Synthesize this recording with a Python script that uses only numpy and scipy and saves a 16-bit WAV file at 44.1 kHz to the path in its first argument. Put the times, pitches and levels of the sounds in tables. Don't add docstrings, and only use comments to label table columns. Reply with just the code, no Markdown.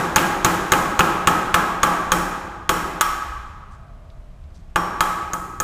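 import sys
import numpy as np
from scipy import signal
from scipy.io import wavfile

SR = 44100
rng = np.random.default_rng(int(sys.argv[2]) if len(sys.argv) > 2 else 0)


def elevation(decibels):
    levels = np.asarray(decibels, float)
    return 10 ** (levels / 20)


def dump(signal):
    limited = np.clip(np.atleast_2d(signal).T, -1, 1)
    pcm = np.round(limited * 32767).astype(np.int16)
    wavfile.write(sys.argv[1], SR, pcm)


N = 248283
LEAD = SR // 5

# (per Hz, against the blow)
PORCH = [(60, 0.52, 4), (120, 0.25, 10.5), (198, 1.5, 5.5), (338, 1.73, 7), (556, 1.75, -3),
         (840, 1.59, -2), (1250, 2.04, -7.5), (1530, 1.42, -7), (2000, 1.48, -15), (3230, 1.3, -20.5),
         (4500, 1.2, -22.5), (6600, 1, -16), (8240, 0.8, -16.5), (10500, 0.84, -11), (16000, 0.64, -11.5)]


def rms_one(x):
    return x / np.sqrt(np.mean(x ** 2) + 1e-20)


def at_hz(points, hz, column=1):
    points = np.array(points)
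    return np.interp(np.log(hz), np.log(points[:, 0]), points[:, column])


def band(x, low_hz, high_hz):
    return signal.sosfilt(signal.butter(2, [low_hz, high_hz], "band", fs=SR, output="sos"), x)


def bank(size, gain, low_hz=15, high_hz=20000):
    edges = 20 * 2 ** np.arange(0, 9.8, 1 / 3)
    edges = edges[(edges > low_hz) & (edges < high_hz)]
    white = rng.standard_normal((2, size))
    out = np.zeros(size)
    for k, (low, high) in enumerate(zip(edges, edges[1:])):
        out += gain(np.sqrt(low * high)) * band(white[k % 2], low, high)
    return out


def drift(rate_hz):
    pole = np.exp(-80 * np.pi * rate_hz / SR)
    slow = signal.lfilter([1], [1, -2 * pole, pole ** 2], rng.standard_normal(N // 40 + 2002))[2000:]
    return np.interp(np.arange(N) / 40, np.arange(len(slow)), rms_one(slow))


def surroundings():
    # freq_hz, level_db (per Hz)
    rumble_colour = [(11, -29), (18, -3), (73, -6), (92, -14), (129, -15), (140, -18), (171, -15.5),
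                     (190, -28), (220, -38.5), (290, -72), (480, -120)]
    # freq_hz, level_db (per Hz)
    hiss_colour = [(130, -22.5), (220, 0.6), (400, -3.5), (650, -4.5), (1150, -8), (1700, -13.5),
                   (4000, -22), (8000, -27.5), (13000, -35), (16000, -41)]
    # time_s, level_db
    drone_path = [
        (0, -74),
        (3.5, -73),
        (3.85, -55.5),
        (4.2, -57),
        (4.5, -63.5),
        (5.63, -77),
    ]
    rumble = bank(N, lambda hz: elevation(at_hz(rumble_colour, hz) + 2.5 * drift(4.6)), high_hz=300)
    hiss = bank(N, lambda hz: elevation(at_hz(hiss_colour, hz)), low_hz=140)
    drone_db = np.interp(np.arange(N) / SR, *np.transpose(drone_path))
    drone = rms_one(band(rng.standard_normal(N), 590, 710))
    return elevation(-38.5) * rms_one(rumble) + elevation(-56.5) * rms_one(hiss) + elevation(drone_db) * drone


def scuffs():
    # start_s, level_db, length_s, centre_hz
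    rubs = [
        (3.717, -62, 0.045, 6500),
        (4.098, -61, 0.017, 3500),
        (4.441, -66, .012, 3800),
        (4.505, -62, 0.0074, 4000),
        (4.55, -59, 0.048, 5500),
    ]
    out, t = np.zeros(N), np.arange(N) / SR
    grains = rng.standard_normal(N) * elevation(3.6 * drift(150))
    for start_s, level_db, length_s, centre_hz in rubs:
        near = slice(int((start_s - 0.1) * SR), int((start_s + 0.3) * SR))
        late = (t[near] - start_s) / length_s
        envelope = np.exp(-np.where(late < 0, 40 * late ** 2, late))
        puff = rms_one(band(grains[near], centre_hz * 0.6, centre_hz * 1.3))
        out[near] += elevation(level_db) * envelope * puff
    return out


def blow_table():
    # start_s, force_db, sharpness_db, frame_push_db, face_db
    blows = [(0.1592, -6, 2, -13, -6), (0.4456, -7, 1.5, -12.5, -5.5), (0.7187, -6, -0.8, -14, -5.5),
             (0.9911, -7, 0, -12.5, -11), (1.2715, -6, -1.3, -15, -10), (1.5416, -6, -0.8, -16, -12.5),
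             (1.8306, -5.5, -2.5, -17, -10.5), (2.1177, -8, -1, -15.5, -3.5), (2.6915, -9, 0.3, -14, -7),
             (3.0088, -8.5, 2.5, -30, -4), (4.7578, -8.5, -6.5, -18, -18.5),
             (5.0058, -8.5, -2.5, -20.5, -8.5), (5.3330, -20.5, -8.5, -13.5, -2.5),
             (5.6004, -17.5, -6, -14.5, 2.5)]
    # force_db, sharpness_db, frame_push_db, face_db
    earlier = (-5.5, -1, -12.5, -6.5)
    start_s, force, sharp, push, face = np.transpose([(-0.115, *earlier)] + blows)
    sizzle = -17 + 0.45 * force + 0.57 * sharp + 0.42 * face
    lag_s = 0.0011
    at = np.round((start_s + lag_s) * SR).astype(int) + LEAD
    return at, np.array([force + push, force, force + sharp, force + face, sizzle])


def diffuse_level(hz, build_s):
    part_hz = (330, 1100, 3000, 8000, 11000)
    step = 16
    at, (frame_db, can_db, crack_db, face_db, sizzle_db) = blow_table()
    top_db = 0.27 * face_db + 0.47 * sizzle_db
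    heavy_db = 0.19 * (frame_db + 22.5)
    parts_db = np.transpose([frame_db, can_db, crack_db, top_db, sizzle_db])
    heard_db = [np.interp(np.log(hz), np.log(part_hz), blow) for blow in parts_db]
    energy = np.zeros((N + LEAD) // step + 2)
    energy[at // step] = elevation(2 * (heavy_db + heard_db))
    fade = elevation(-120 * step / (at_hz(PORCH, hz) * SR))
    fill = np.exp(-step / (build_s * SR))
    height = np.sqrt(signal.lfilter([0, 1 - fill], np.convolve([1, -fade], [1, -fill]), energy))
    return np.repeat(height, step)[:N + LEAD]


def coloured(tail):
    # freq_hz, width_hz, level_db (over the plain tail)
    peaks = [(170, 38, 0.5), (342, 37, -1.5), (528, 24, -3), (824.5, 53, 0), (1126, 38, -4),
             (1245, 38, -4.5), (1632, 29, 1), (2400, 80, -11.5), (7000, 240, -7.5)]
    out = elevation(-2.0) * tail
    for hz, width_hz, level_db in peaks:
        r, w = np.exp(-np.pi * width_hz / SR), 2 * np.pi * hz / SR
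        peak = (1 - r * r) / 2 * np.array([1, 0, -1])
        out = out + elevation(level_db) * signal.lfilter(peak, [1, -2 * r * np.cos(w), r * r], tail)
    return out


def porch(x):
    # delay_s, level_db
    echoes = [
        (.0035, -9),
        (.0062, -17),
    ]
    t = np.arange(SR) / SR
    response = elevation(-43) * rng.standard_normal(SR) * elevation(-50 * t) * (1 - np.exp(-t / 0.019))
    response = signal.lfilter(*signal.butter(1, 2500, fs=SR), response)
    response[0] = 1
    for delay_s, level_db in echoes:
        response[int(delay_s * SR)] += elevation(level_db)

    def tail_gain(hz):
        return elevation(at_hz(PORCH, hz, column=2) + 6) * diffuse_level(hz, build_s=0.0043)

    tail = bank(N + LEAD, tail_gain, low_hz=45)
    return signal.fftconvolve(x, response)[LEAD:LEAD + N] + coloured(tail)[LEAD:]


def strike(modes, at, blow_db, spread_db):
    out = np.zeros(N + LEAD)
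    chance_db = spread_db * rng.standard_normal((len(at), len(modes))).T
    strength_db = np.transpose(blow_db) + chance_db
    for k, (hz, level_db, t60_s) in enumerate(modes):
        clicks = np.full(N + LEAD, 1e-18)
        sign = (-1) ** (k // 3 + 1)
        clicks[at] = sign * elevation(level_db + strength_db[k])
        r, w = elevation(-60 / (t60_s * SR)), 2 * np.pi * hz / SR
        out += signal.lfilter([0, np.sin(w)], [1, -2 * r * np.cos(w), r * r], clicks)
    return out


def free_ring(at, force_db):
    # time_s, can_free_db (how freely it drives the porch modes), rim_over_mouth_db (where
    # the blow lands), washer_free_db
    grip = [
        (0.1, -57, -6, -45),
        (.5, -32, 5, -52),
        (1.27, -27.5, 4.5, -50),
        (1.83, -26.5, -5, -45),
        (2.69, -28, 4, -37.5),
        (3.0, -20.5, 0.5, -39.5),
        (4.76, -30, -9.5, -39.5),
        (5.0, -21, -3.5, -43.5),
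        (5.33, -19, -1.5, -53),
    ]
    time_s, *columns = np.transpose(grip)
    can, rim, washer = [np.interp((at - LEAD) / SR, time_s, column) for column in columns]
    low_washer = -19 + 0.76 * washer
    return np.transpose(force_db + np.array([can - rim, can + rim, low_washer, washer]))


def long_rings():
    # freq_hz, level_db, t60_s
    ring_modes = [(1274.9, 7, 1.35), (1284.3, 4.5, 1.35), (1266.4, 3, 1.35), (1258, -1, 1.35),
                  (1151.7, 5, 1.3), (1127.6, -3, 1.3), (1144.4, 0, 1.3), (1172.2, -1.5, 1.3),
                  (3216, 13, .6), (5562, 10, .9)]
    group = [1, 1, 1, 1, 0, 0, 0, 0, 2, 3]
    at, (_, force_db, *_) = blow_table()
    return strike(ring_modes, at, free_ring(at, force_db)[:, group], spread_db=1.9)[LEAD:]


def rebounds():
    # start_s, level_db
    jumps = [
        (0.1834, -13),
        (.4622, -7),
        (0.7361, -7.5),
        (1.0068, -10.5),
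        (1.0168, -11.5),
        (1.2856, 1),
        (1.8402, -17.5),
    ]
    # freq_hz, level_db, t60_s
    seat_modes = [(1570, 2.5, 0.0038), (2630, -2, 0.0048), (6600, -24, 0.016)]
    start_s, level_db = np.transpose(jumps)
    at = np.round(start_s * SR).astype(int) + LEAD
    return strike(seat_modes, at, level_db - 1.5, spread_db=9.0)


def burst(at, blow_db, noise, fast_s, slow_s, slow_db):
    t = np.arange(SR // 8) / SR
    shape = np.exp(-t / fast_s) + elevation(slow_db) * np.exp(-t / slow_s)
    envelope = np.zeros(N + LEAD + len(t))
    for i, db in zip(at, blow_db):
        envelope[i:i + len(t)] += elevation(db) * shape
    return envelope[:N + LEAD] * rms_one(noise)


def hammering():
    # freq_hz, level_db, t60_s
    frame_modes = [(62, -12, 0.02), (118, 8.5, 0.062), (176.25, 1, 0.7), (217, -8.5, 0.033),
                   (309.4, -11, 0.94), (333.5, -12, 1), (392.3, 0.5, 0.33), (518.5, 1.5, 0.18),
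                   (680, 1, 0.11)]
    # freq_hz, level_db, t60_s
    can_modes = [(766, -17, 0.078), (830, -27.5, 0.24), (855, -10, 0.18), (924, -12.5, 0.091),
                 (1048, -14.5, 0.46), (1100, 1, 0.04), (1194, -13, 0.23), (1200, 2.5, 0.01),
                 (1287, -8, 0.18), (1326, -6.5, 0.028), (1357, -11, 0.29), (1413, -9, 0.067),
                 (1700, -19.5, 0.12), (1643, -25, 0.85), (1564, 1.5, 0.027), (1760, -4, 0.018),
                 (2124, -9, 0.05), (2441, -16.5, 0.13), (2880, -18, 0.037), (3220, -19.5, 0.21)]
    # freq_hz, level_db, t60_s
    face_modes = [(6190, -7.5, 0.012), (6600, 3.4, 0.013), (6690, -4.5, 0.013), (8400, -6.5, 0.011)]
    # freq_hz, level_db (per Hz)
    crack_colour = [(400, -14), (1200, 5.5), (2000, 3.5), (3500, 4), (5000, -8), (7500, -0.5),
                    (10000, -10.5), (15000, -20.5)]
    at, (frame_db, can_db, crack_db, face_db, sizzle_db) = blow_table()
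    frame = strike(frame_modes, at, frame_db - 2.5, spread_db=2.0)
    frame = signal.lfilter([0.15], [1, -0.85], frame)
    can = strike(can_modes, at, can_db - 2.5, spread_db=2.5)
    can = signal.lfilter(np.hanning(9) / 4, [1], can)
    face = strike(face_modes, at, face_db + 0.74, spread_db=2.5)
    crack_noise = bank(N + LEAD, lambda hz: elevation(at_hz(crack_colour, hz)), low_hz=450)
    crack = burst(at, crack_db - 3.0, crack_noise, fast_s=0.00083, slow_s=0.0081, slow_db=-6.5)
    fine_noise = band(rng.standard_normal(N + LEAD), 9500, 17000)
    sizzle = burst(at, sizzle_db + 2.5, fine_noise, fast_s=0.0015, slow_s=0.011, slow_db=-4.5)
    return frame + can + face + crack + sizzle + rebounds()


def scene():
    return (porch(hammering()) + long_rings() + scuffs() + surroundings())[None]


def band_limit(x):
    return signal.sosfilt(signal.butter(12, 16500, fs=SR, output="sos"), x)


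def record(dry):
    top_cut = signal.cheby1(14, 1, 15300, fs=SR, output="sos")
    ceiling = 1.05
    rounded = ceiling * np.tanh(1.03 * signal.sosfilt(top_cut, dry) / ceiling)
    return band_limit(rounded)


dry = scene()
out = record(dry)
dump(out)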